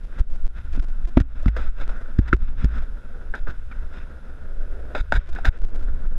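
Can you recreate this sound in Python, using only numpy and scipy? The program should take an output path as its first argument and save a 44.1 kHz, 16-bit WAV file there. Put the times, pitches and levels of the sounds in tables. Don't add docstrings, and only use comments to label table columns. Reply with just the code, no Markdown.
import sys
import numpy as np
from scipy import signal
from scipy.fft import rfft, irfft
from scipy.io import wavfile

SR = 44100
rng = np.random.default_rng(int(sys.argv[2]) if len(sys.argv) > 2 else 0)


def wav_record(signal):
    frames = np.transpose(np.atleast_2d(signal))
    bounded = np.clip(frames, -1, 1)
    quanta = np.round(bounded * 32767).astype(np.int16)
    wavfile.write(sys.argv[1], SR, quanta)


N = 272525
TIME = np.arange(N) / SR


# pitch_hz, level_db
FLOOR_TONE = [(60, -21.5), (120, 1), (240, 0.5), (330, -10), (500, -20.5), (750, -20), (1100, -21.5),
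              (1800, -33.5), (4000, -78.5)]
WALL_TONE = [(100, -20.5), (220, -13.5), (340, -1), (450, 0.5), (580, -0.5), (720, -7.5), (1100, -36),
             (1800, -24.5), (4000, -40)]
WHEEL_TONE = [(400, -44.5), (900, -4), (1180, -3), (1450, 4.5), (1750, -5.5), (2100, -13), (2600, -18.5),
              (5000, -25), (12000, -52)]
# time_s, drum_db, hum_db (each before its trim)
ROLLING_LEVELS = [(0.0, -56, -60), (0.14, -54.5, -63), (0.79, -55, -51), (1.29, -50, -57.5),
                  (1.8, -57.5, -50.5), (2.11, -53, -49.5), (2.5, -48, -58), (2.66, -48, -87),
                  (2.83, -53, -53), (3.24, -51.5, -52), (3.59, -61, -62), (3.98, -52, -50.5),
                  (4.6, -51.5, -52.5), (4.92, -46.5, -48), (5.11, -66, -56.5), (5.76, -44, -50),
                  (5.94, -49, -49), (6.16, -47.5, -52.5)]

def rolling_wheels(drum_trim_db=2, hum_trim_db=-3.5, grit_db=1.5, bumps_db=2.0, bumps_per_s=70):
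    drum_db, hum_db = curves(ROLLING_LEVELS)
    slide, rasp = turns()
    blend = tone_blend(TIME)
    floor = np.sqrt(1 - blend) * with_tone(grit(N, grit_db), FLOOR_TONE)
    wall = np.sqrt(blend) * with_tone(grit(N, grit_db), WALL_TONE)
    drum = np.hypot(from_db(drum_db + drum_trim_db), from_db(0.5) * slide) * (floor + wall)
    hum = from_db(hum_db + hum_trim_db) * with_tone(grit(N, grit_db), WHEEL_TONE)
    wheels = drum + hum + wheel_scrub(slide, rasp)
    return wheels * from_db(bumps_db * drift(bumps_per_s))


# peak_s, slide_db, rise_s, fall_s, rasp_db
TURNS = [(.16, -48.5, 0.049, 0.069, -60), (.585, -47.5, 0.04, 0.031, -56.5), (.77, -56, 0.097, 0.033, -60),
         (1.14, -69, 0.032, .04, -75.5), (1.409, -54.5, 0.21, 0.38, -61.5), (1.62, -44, 0.079, 0.046, -55),
         (1.811, -46.5, 0.042, 0.03, -54.5), (1.93, -47.5, 0.054, 0.07, -62),
         (2.02, -47.5, 0.011, 0.023, -69), (2.26, -43.5, 0.038, 0.052, -55), (2.464, -48, 0.07, 0.053, -55),
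         (2.61, -49, 0.035, 0.04, -53), (2.765, -45.5, 0.14, 0.068, -55.5), (3.51, -53.5, 0.017, 0.11, -67),
         (3.76, -53, 0.049, 0.12, -68), (3.971, -47.5, 0.04, 0.062, -52.5),
         (5.23, -46.5, 0.073, 0.08, -52.5), (5.38, -49, 0.031, 0.06, -58.5),
         (5.544, -43.5, 0.024, 0.032, -53)]

def turns():
    slide, rasp = np.zeros(N), np.zeros(N)
    for peak_s, slide_db, rise_s, fall_s, rasp_db in TURNS:
        width_s = np.where(TIME < peak_s, rise_s, fall_s)
        swell = np.exp(-((TIME - peak_s) / width_s) ** 2)
        slide += from_db(slide_db) * swell
        rasp += from_db(rasp_db) * swell
    return slide, rasp


# pitch_hz, level_db
SCRUB_TONE = [(500, -14.5), (900, 2.5), (1450, 10), (2100, -1.5), (2700, -32), (3600, -22.5), (4400, -24),
              (5500, -19), (8000, -21.5), (11500, -41.5), (15000, -52)]
RASP_TONE = [(1200, -13), (2000, 7), (2600, 6.5), (3100, 2), (3700, 2), (4400, -7), (5300, -4.5),
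             (8000, -30), (14000, -42)]

def wheel_scrub(slide, rasp):
    rubbing = slide * with_tone(grit(N, spread_db=6.5), SCRUB_TONE)
    return rubbing + rasp * with_tone(grit(N, spread_db=6.0), RASP_TONE)


def wheel_squeak(start_s=3.712, pitch_hz=2750, fall_octaves_per_s=24, length_s=0.011):
    age = np.clip((TIME - start_s) / length_s, 0, 10)
    waver = 1 + 0.0506 * drift(per_s=900)
    hz = pitch_hz * 2 ** (-fall_octaves_per_s * length_s * age) * waver
    swell = 2 * np.sqrt(age) * np.exp(-age ** 2 / 2)
    return from_db(-49) * swell * np.sin(2 * np.pi * np.cumsum(hz) / SR)


# pitch_hz, level_db
BOARD_TONE = [(80, -15), (250, 5), (370, -3.5), (600, -1.5), (950, -5), (1150, -6.5), (1450, -2),
              (2100, -12), (3000, -18), (5000, -27), (7000, -37.5), (11000, -45), (15000, -43)]
# start_s, strike_db, rattle_db, decay_s, bright_db_per_octave, boom_db, boom_hz, deck_hz
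CLACKS = [ (0.184, -52, -36.5, 0.011, 6, 16, 427, 1860), (.728, -49, -44, 0.0049, 14, -3, 400, 2300),
          (0.795, -44, -38.5, 0.0046, 11, 4, 300, 2270), (1.051, -46, -39.5, 0.0033, 10.5, 3, 400, 1850),
          (1.1716, -19, -20.5, 0.0069, 5.5, 6, 590, 2150), (1.201, -22, -22, 0.0045, 9.5, -15, 350, 1800),
          (1.2114, -44, -38, .002, 16, -2, 400, 2110), (1.428, -46, -38, 0.0054, 17, 28.5, 605, 1510),
          (1.459, -23.5, -37, 0.012, 7.5, 10, 466, 1230), (1.481, -21, -24, 0.006, 5.5, -2, 605, 2060),
          (1.564, -34, -20.5, 0.015, 5.5, 9, 520, 1320), (1.801, -34, -40, .005, 10, 13, 500, 1400),
          (1.815, -33, -29.5, 0.0059, 6, 12, 500, 1440), (1.893, -28, -35, 0.0091, 6, 10, 610, 1400),
          (2.187, -30, -19.5, 0.0057, 7.5, 26.5, 334, 1790), (2.286, -33, -35, .004, 4, 0, 500, 1900),
          (2.3284, -2.5, -29, 0.0068, -19, -32, 760, 1354),
          (2.3304, -12.5, -19.5, 0.0058, 4, -6, 606, 2110), (2.644, -34, -28, 0.0029, 12, 12.5, 420, 1720),
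          (2.821, -45, -40, 0.015, 6, 8, 595, 1400), (3.145, -42, -45, 0.042, -38, 19, 443, 1380),
          (3.339, -19.5, -25.5, 0.012, -6, 5.5, 470, 1620), (3.351, -37, -39, .005, 12.5, 9, 480, 1590),
          (3.469, -37, -30.5, 0.025, -8, 11.5, 323, 1370), (3.713, -36, -36.5, 0.013, 0.5, -9, 660, 1450),
          (4.9494, -26, -18.5, 0.011, 2.5, 13, 520, 1400), (5.008, -43, -42, .004, 18, 0, 520, 1430),
          (5.1228, -5.5, -15.5, 0.0048, 6.5, 11.5, 756, 1517),
          (5.328, -41, -36.5, 0.0059, 11, 9, 600, 1600), (5.36, -37, -29, 0.006, 1.5, -3, 603, 1600),
          (5.387, -26, -35, 0.0069, 9, 23, 725, 1470), (5.447, -28, -23.5, 0.018, 6.5, 7, 730, 1440),
          (5.453, -13.5, -23.5, 0.013, 8.5, -6, 735, 1650)]
DECK_WIDTH_HZ, DECK_STRIKE_DB, DECK_RATTLE_DB = 500, 18.5, 7.5

def board_clacks(rise_s=0.00046, full_metal_blend=0.6, size=12000):
    out, age_s = np.zeros(N + 2 * size), np.arange(size) / SR
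    for start_s, strike_db, rattle_db, decay_s, bright, boom_db, boom_hz, deck_hz in CLACKS:
        trucks = truck_ring(min(tone_blend(start_s) / full_metal_blend, 1) ** 2)
        strike_peaks = [(deck_hz, DECK_WIDTH_HZ, DECK_STRIKE_DB), *trucks]
        rattle_peaks = [(deck_hz, DECK_WIDTH_HZ, DECK_RATTLE_DB), *trucks]
        strike = tap_through_case(BOARD_TONE, bright - 0.9, boom_db, boom_hz, strike_peaks)
        rattle_tap = tap_through_case(BOARD_TONE, bright, boom_db, boom_hz, rattle_peaks)
        rise = 1 - np.exp(-age_s / rise_s)
        fade = np.exp(-age_s / decay_s - (age_s / (6.2 * decay_s)) ** 6)
        chatter = from_db(rattle_db) * grit(size, spread_db=5.5) * rise * fade
        start = int(start_s * SR)
        out[start:start + size] += signal.fftconvolve(chatter, rattle_tap)[:size]
        out[start:start + len(strike)] += from_db(strike_db) * strike / np.abs(strike).max()
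    return out[:N]


# pitch_hz, width_hz, boost_db
TRUCK_PEAKS = [(907, 170, 4), (1150, 150, -7), (2210, 97, 10.5), (2440, 180, 3.5), (3070, 310, -4.5),
               (3460, 130, 2.5), (3710, 180, 12), (4010, 92, 9), (4500, 420, -6.5), (4800, 170, 9),
               (5630, 600, -5.5), (6950, 390, 6)]

def truck_ring(metal_share, detune=0.015):
    return [(hz * (1 + detune * rng.standard_normal()), width_hz, metal_share * boost_db)
            for hz, width_hz, boost_db in TRUCK_PEAKS]


# start_s, length_s, level_db, bright_db_per_octave, deck_hz, rise_s, metal_share (0 to 1)
GRINDS = [(1.19, 0.032, -34.5, 3.5, 2340, .001, .1), (1.59, 0.094, -46, 9, 1460, .0034, 0.6),
          (1.803, 0.038, -38, 6, 1400, 0.015, 1), (2.275, 0.019, -34.5, 6, 1790, 0.01, .2),
          (3.343, 0.053, -44, 5.5, 1520, 0.0033, 0.7), (3.474, 0.049, -43.5, 7.5, 1410, 0.0061, 0.1),
          (4.961, 0.053, -37.5, 7, 1420, .006, 0.96), (5.13, 0.0498, -29, 6.5, 1620, 0.011, 0.76),
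          (5.468, 0.025, -33, 5.5, 1710, 0.0047, 0.9)]

def board_grinds(judder_db=3.0, fade_db_per_s=86, release_s=0.002):
    out = np.zeros(N)
    slips = grit(N, spread_db=6.5) * from_db(judder_db * drift(per_s=220))
    for start_s, length_s, level_db, bright, deck_hz, rise_s, metal_share in GRINDS:
        age_s = np.clip(TIME - start_s, 0, length_s)
        contact = np.clip(np.minimum(age_s / rise_s, (length_s - age_s) / release_s), 0, 1)
        force = from_db(level_db - fade_db_per_s * age_s) * contact * slips
        peaks = [(deck_hz, DECK_WIDTH_HZ, DECK_RATTLE_DB), *truck_ring(metal_share)]
        tap = tap_through_case(BOARD_TONE, bright, boom_db=-3, boom_hz=595, peaks=peaks)
        out += signal.oaconvolve(force, tap)[:N]
    return out


# pitch_multiple, level_db, ring_time_share
PANEL_NOTES = [(1.003, -4, 1), (1.3, -9.5, 0.47), (1.62, -26.5, 0.34)]
# pitch_hz, level_db, ring_s
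RAMP_NOTES = [(54.07, -40, 0.47), (110.5, -37, 0.025)]
# time_s, peak_db, contact_s, pitch_hz, ring_db, ring_s
KNOCKS = [(0.777, -25, 0.00078, 269, -30, 0.087), (1.1735, 3.5, 0.00097, 263, -38.5, 0.12),
          (1.1764, -2.5, 0.00069, 271.5, -35.5, 0.12), (1.203, -10.5, 0.001, 293, -33, 0.056),
          (1.463, -8.5, 0.0018, 257, -37, 0.07), (1.485, -6.5, 0.0025, 246, -51.5, 0.054),
          (2.1917, -4, 0.002, 280, -38.5, 0.027), (2.3334, -5.5, 0.0012, 373, -32, 0.039),
          (2.645, -10.5, 0.0024, 254, -36, 0.029), (3.492, -22.5, 0.0021, 316, -64, .05),
          (5.127, -29, 0.00097, 204, -30.5, 0.091), (5.148, -19.5, 0.0055, 200, -53, .06),
          (5.175, -11.5, 0.0043, 200, -49, .06), (5.473, -18, 0.0029, 200, -66, .06)]

def panel_knocks():
    blows, panels = np.zeros(N), np.zeros(N)
    for time_s, peak_db, contact_s, pitch_hz, ring_db, ring_s in KNOCKS:
        blow = -push(time_s, peak_db, contact_s)
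        blows += blow
        for multiple, level_db, share in PANEL_NOTES:
            panels += from_db(ring_db + level_db) * ring(blow, pitch_hz * multiple, share * ring_s)
    ramp_force = blows * (1 - tone_blend(TIME)) ** 2
    ramp = sum(from_db(db) * ring(ramp_force, hz, ring_s) for hz, db, ring_s in RAMP_NOTES)
    return blows + panels + ramp


# time_s, blend (0 to 1)
TONE_SHIFTS = [(0, 0.26), (.75, 0.045), (1.45, 0.12), (2.0, 0.5), (2.3, 0.029), (2.7, 0.076), (3.1, 0.34),
               (3.45, 0.21), (4.0, 0.28), (4.4, 0.35), (4.75, 0.78), (5.4, 0.49), (6.16, 0.13)]

def tone_blend(time_s):
    return np.clip(np.interp(time_s, *np.transpose(TONE_SHIFTS)), 0, 1)


# pitch_hz, level_db
SWAY_TONE = [(3, -23.5), (8, 4.5), (14, 7.5), (22, 3), (30, -6), (45, -12), (70, -26.5), (130, -34),
             (400, -101)]
RUMBLE_TONE = [(25, -23), (48, -1), (62, 8.5), (90, -10.5), (130, -20), (250, -40.5), (700, -100)]
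# time_s, sway_db, rumble_db (each before its trim)
SHAKE_LEVELS = [(0.0, -23.5, -54), (0.77, -24.5, -28.5), (0.99, -22.5, -46.5), (1.41, -26, -43),
                (1.65, -15, -42), (2.09, -28.5, -46), (2.43, -20, -25), (3.05, -27, -43),
                (3.84, -24.5, -38), (4.26, -34.5, -40.5), (4.68, -25, -37.5), (5.06, -31, -29.5),
                (5.65, -20, -34.5), (6.16, -20, -37.5)]
# time_s, peak_db, push_s
THUMPS = [(0.210, -3.5, 0.0098), (0.325, -10, 0.015), (0.455, -7.5, 0.017), (0.752, -14, 0.02),
          (0.799, -10.5, 0.0085), (1.051, -6.5, 0.014), (1.211, 2.5, 0.0044), (1.472, -9, 0.0047),
          (1.815, -10, 0.028), (2.199, -8, 0.0039), (2.347, -8.5, 0.0081), (2.656, -13.5, 0.0029),
          (3.470, -14.5, 0.068), (5.010, -9.5, 0.0085), (5.157, -10, 0.0086), (5.187, -5, 0.012),
          (5.332, -9, 0.028), (5.489, -3, 0.0074), (5.608, -6.5, 0.014), (5.640, -5.5, 0.022),
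          (5.735, -12.5, 0.036)]

def case_shaking(sway_trim_db=2.5, rumble_trim_db=-2.5):
    sway_db, rumble_db = curves(SHAKE_LEVELS)
    sway = from_db(sway_db + sway_trim_db) * with_tone(rng.standard_normal(N), SWAY_TONE)
    rumble = from_db(rumble_db + rumble_trim_db) * with_tone(rng.standard_normal(N), RUMBLE_TONE)
    return sway + rumble + sum(push(*thump) for thump in THUMPS)


# start_s, level_db, length_s, chance_of_each_tick (0 to 1)
TICK_RUNS = [(0.026, -39.5, .075, 0.26), (0.187, -29.5, 0.021, 0.59), (0.293, -37, 0.075, 0.38),
             (0.734, -37.5, 0.035, .7), (0.825, -32, .019, 0.73), (0.886, -35, .026, 0.4),
             (1.074, -33.5, 0.021, .9), (5.262, -35, 0.02, 0.4), (5.287, -30, .015, 0.6),
             (5.567, -33.5, 0.025, .6), (5.68, -34, .029, 0.7), (5.793, -37, 0.07, .45)]
# start_s, level_db
SINGLE_TICKS = [(0.361, -34.5), (0.459, -28.5), (0.469, -24.5), (0.478, -27.5), (.752, -27.5), (0.764, -29),
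                (.846, -30), (1.879, -27.5), (2.367, -29), (2.531, -36), (5.351, -27.5), (5.355, -30),
                (5.620, -28.5), (5.639, -28), (5.651, -26.5), (5.749, -29.5), (5.758, -29.5), (5.762, -30)]

def crackle(ticks_per_s=345, spread_db=3, decay_s=0.0022, cutoff_hz=9500):
    ticks = np.zeros(N)
    for start_s, level_db, length_s, chance in TICK_RUNS:
        times = np.arange(start_s, start_s + length_s, 1 / ticks_per_s)
        dice, size = rng.random((2, 64))[:, :len(times)]
        strength = from_db(level_db + spread_db * (2 * size - 1))
        ticks[(times * SR).astype(int)] += (dice < chance) * strength
    for start_s, level_db in SINGLE_TICKS:
        ticks[int(start_s * SR)] += from_db(level_db)
    steps = signal.lfilter([1], [1, -np.exp(-1 / (decay_s * SR))], ticks + 1e-18)
    return filtered(steps, cutoff_hz, order=2)


# start_s, depth_db
WHINE_DIPS = [(.22, 15), (1.06, 8), (1.22, 29), (1.49, 2), (1.85, 8), (2.2, 1), (2.35, 26), (5.02, 7),
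              (5.51, 10), (5.64, 16)]

def thin_whine(pitch_hz=10645, level_db=-76.5, return_db_per_s=104):
    dip_db = np.zeros(N)
    for start_s, depth_db in WHINE_DIPS:
        dip_db += (TIME >= start_s) * np.maximum(depth_db - return_db_per_s * (TIME - start_s), 0)
    return from_db(level_db - dip_db) * unit_power(np.sin(2 * np.pi * pitch_hz * TIME))


# pitch_hz, level_db
HISS_TONE = [(2000, 1), (5000, -6), (8000, -9.5), (11500, -9), (15000, -25.5)]

def camera_hiss(level_db=-63.5):
    return from_db(level_db) * with_tone(rng.standard_normal(N), HISS_TONE)


# pitch_hz, width_hz, boost_db
CASE_PEAKS = [(1105, 197, -4), (1432, 1100, 5.5), (1480, 260, 1), (2594, 210, 4.5), (3070, 300, -0.5),
              (3480, 440, 3.5), (3720, 630, 2.5), (4510, 500, -4), (5010, 580, 4)]

def tap_through_case(tone, bright=0, boom_db=0, boom_hz=650, peaks=(), size=8192):
    hz = np.maximum(np.fft.rfftfreq(size, 1 / SR), 1)
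    tone_hz, tone_db = np.transpose(tone)
    db = np.interp(np.log(hz), np.log(tone_hz), tone_db)
    db += bright * np.clip(np.log2(hz / 1700), 0, 2)
    db += boom_db * np.exp(-4 * np.log2(hz / boom_hz) ** 2)
    for pitch_hz, width_hz, boost_db in [*CASE_PEAKS, *peaks]:
        db += boost_db / (1 + (2 * (hz - pitch_hz) / width_hz) ** 2)
    cepstrum = irfft(np.log(from_db(db)))
    cepstrum[size // 2:] = 0
    tap = irfft(np.exp(2 * rfft(cepstrum)))
    return tap / np.sqrt(np.sum(tap ** 2))


def with_tone(force, tone):
    return unit_power(signal.fftconvolve(force, tap_through_case(tone))[:N])


def grit(count, spread_db):
    return unit_power(rng.standard_normal(count) * from_db(spread_db * rng.standard_normal(count)))


def push(time_s, peak_db, width_s):
    distance_squared = ((TIME - time_s) / width_s) ** 2
    return from_db(peak_db) * (1 - distance_squared) / (1 + distance_squared) ** 2


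def ring(force, hz, ring_s):
    fade, angle = from_db(-60 / (ring_s * SR)), 2 * np.pi * hz / SR
    return signal.lfilter([0, np.sin(angle)], [1, -2 * fade * np.cos(angle), fade ** 2], force + 1e-18)


def drift(per_s):
    points = rng.standard_normal(N // 20)
    return unit_power(np.interp(TIME * per_s, np.arange(len(points)), points))


def curves(rows):
    times, *columns = np.transpose(rows)
    return [np.interp(TIME, times, column) for column in columns]


def filtered(x, hz, order, keep="low"):
    return signal.sosfilt(signal.butter(order, hz, keep, fs=SR, output="sos"), x)


def unit_power(x):
    return x / np.sqrt(np.mean(x ** 2) + 1e-20)


def from_db(db):
    return 10 ** (np.asarray(db) / 20)


def scene():
    hiss = camera_hiss()
    skateboard = rolling_wheels() + wheel_squeak() + board_clacks() + board_grinds() + panel_knocks()
    return (skateboard + case_shaking() + crackle() + thin_whine() + hiss)[None]


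def auto_volume(x, threshold_db=-15.5, deepest_db=13, return_db_per_s=80, lag_s=0.00096, attack_s=0.011):
    bass = filtered(x[0], hz=50, order=2)
    bass = filtered(bass, hz=14, order=1, keep="high")
    bass_db = 20 * np.log10(np.abs(bass) + 1e-9)
    wanted_cut_db = np.clip(1.52 * (bass_db - threshold_db), 0, deepest_db)
    climb_db = return_db_per_s * TIME
    held_cut_db = np.maximum.accumulate(wanted_cut_db + climb_db) - climb_db
    late_cut_db = np.interp(TIME - lag_s, TIME, held_cut_db)
    smoothing = np.exp(-1 / (attack_s * SR))
    cut_db = signal.lfilter([1 - smoothing], [1, -smoothing], late_cut_db)
    return x * from_db(-cut_db)


def record(dry, fizz_above=0.35, fizz_db=-39, treble_hz=8500, cutoff_hz=15500):
    sound = auto_volume(dry)
    excess = np.clip(np.abs(sound) - fizz_above, 0, 1)
    sound = sound + from_db(fizz_db) * excess * rng.standard_normal(N)
    sound = sound / (1 + sound ** 8) ** (1 / 8)
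    sound = filtered(sound, treble_hz, order=1)
    return signal.sosfilt(signal.cheby2(12, 70, cutoff_hz, fs=SR, output="sos"), sound)


dry = scene()
out = record(dry)
wav_record(out)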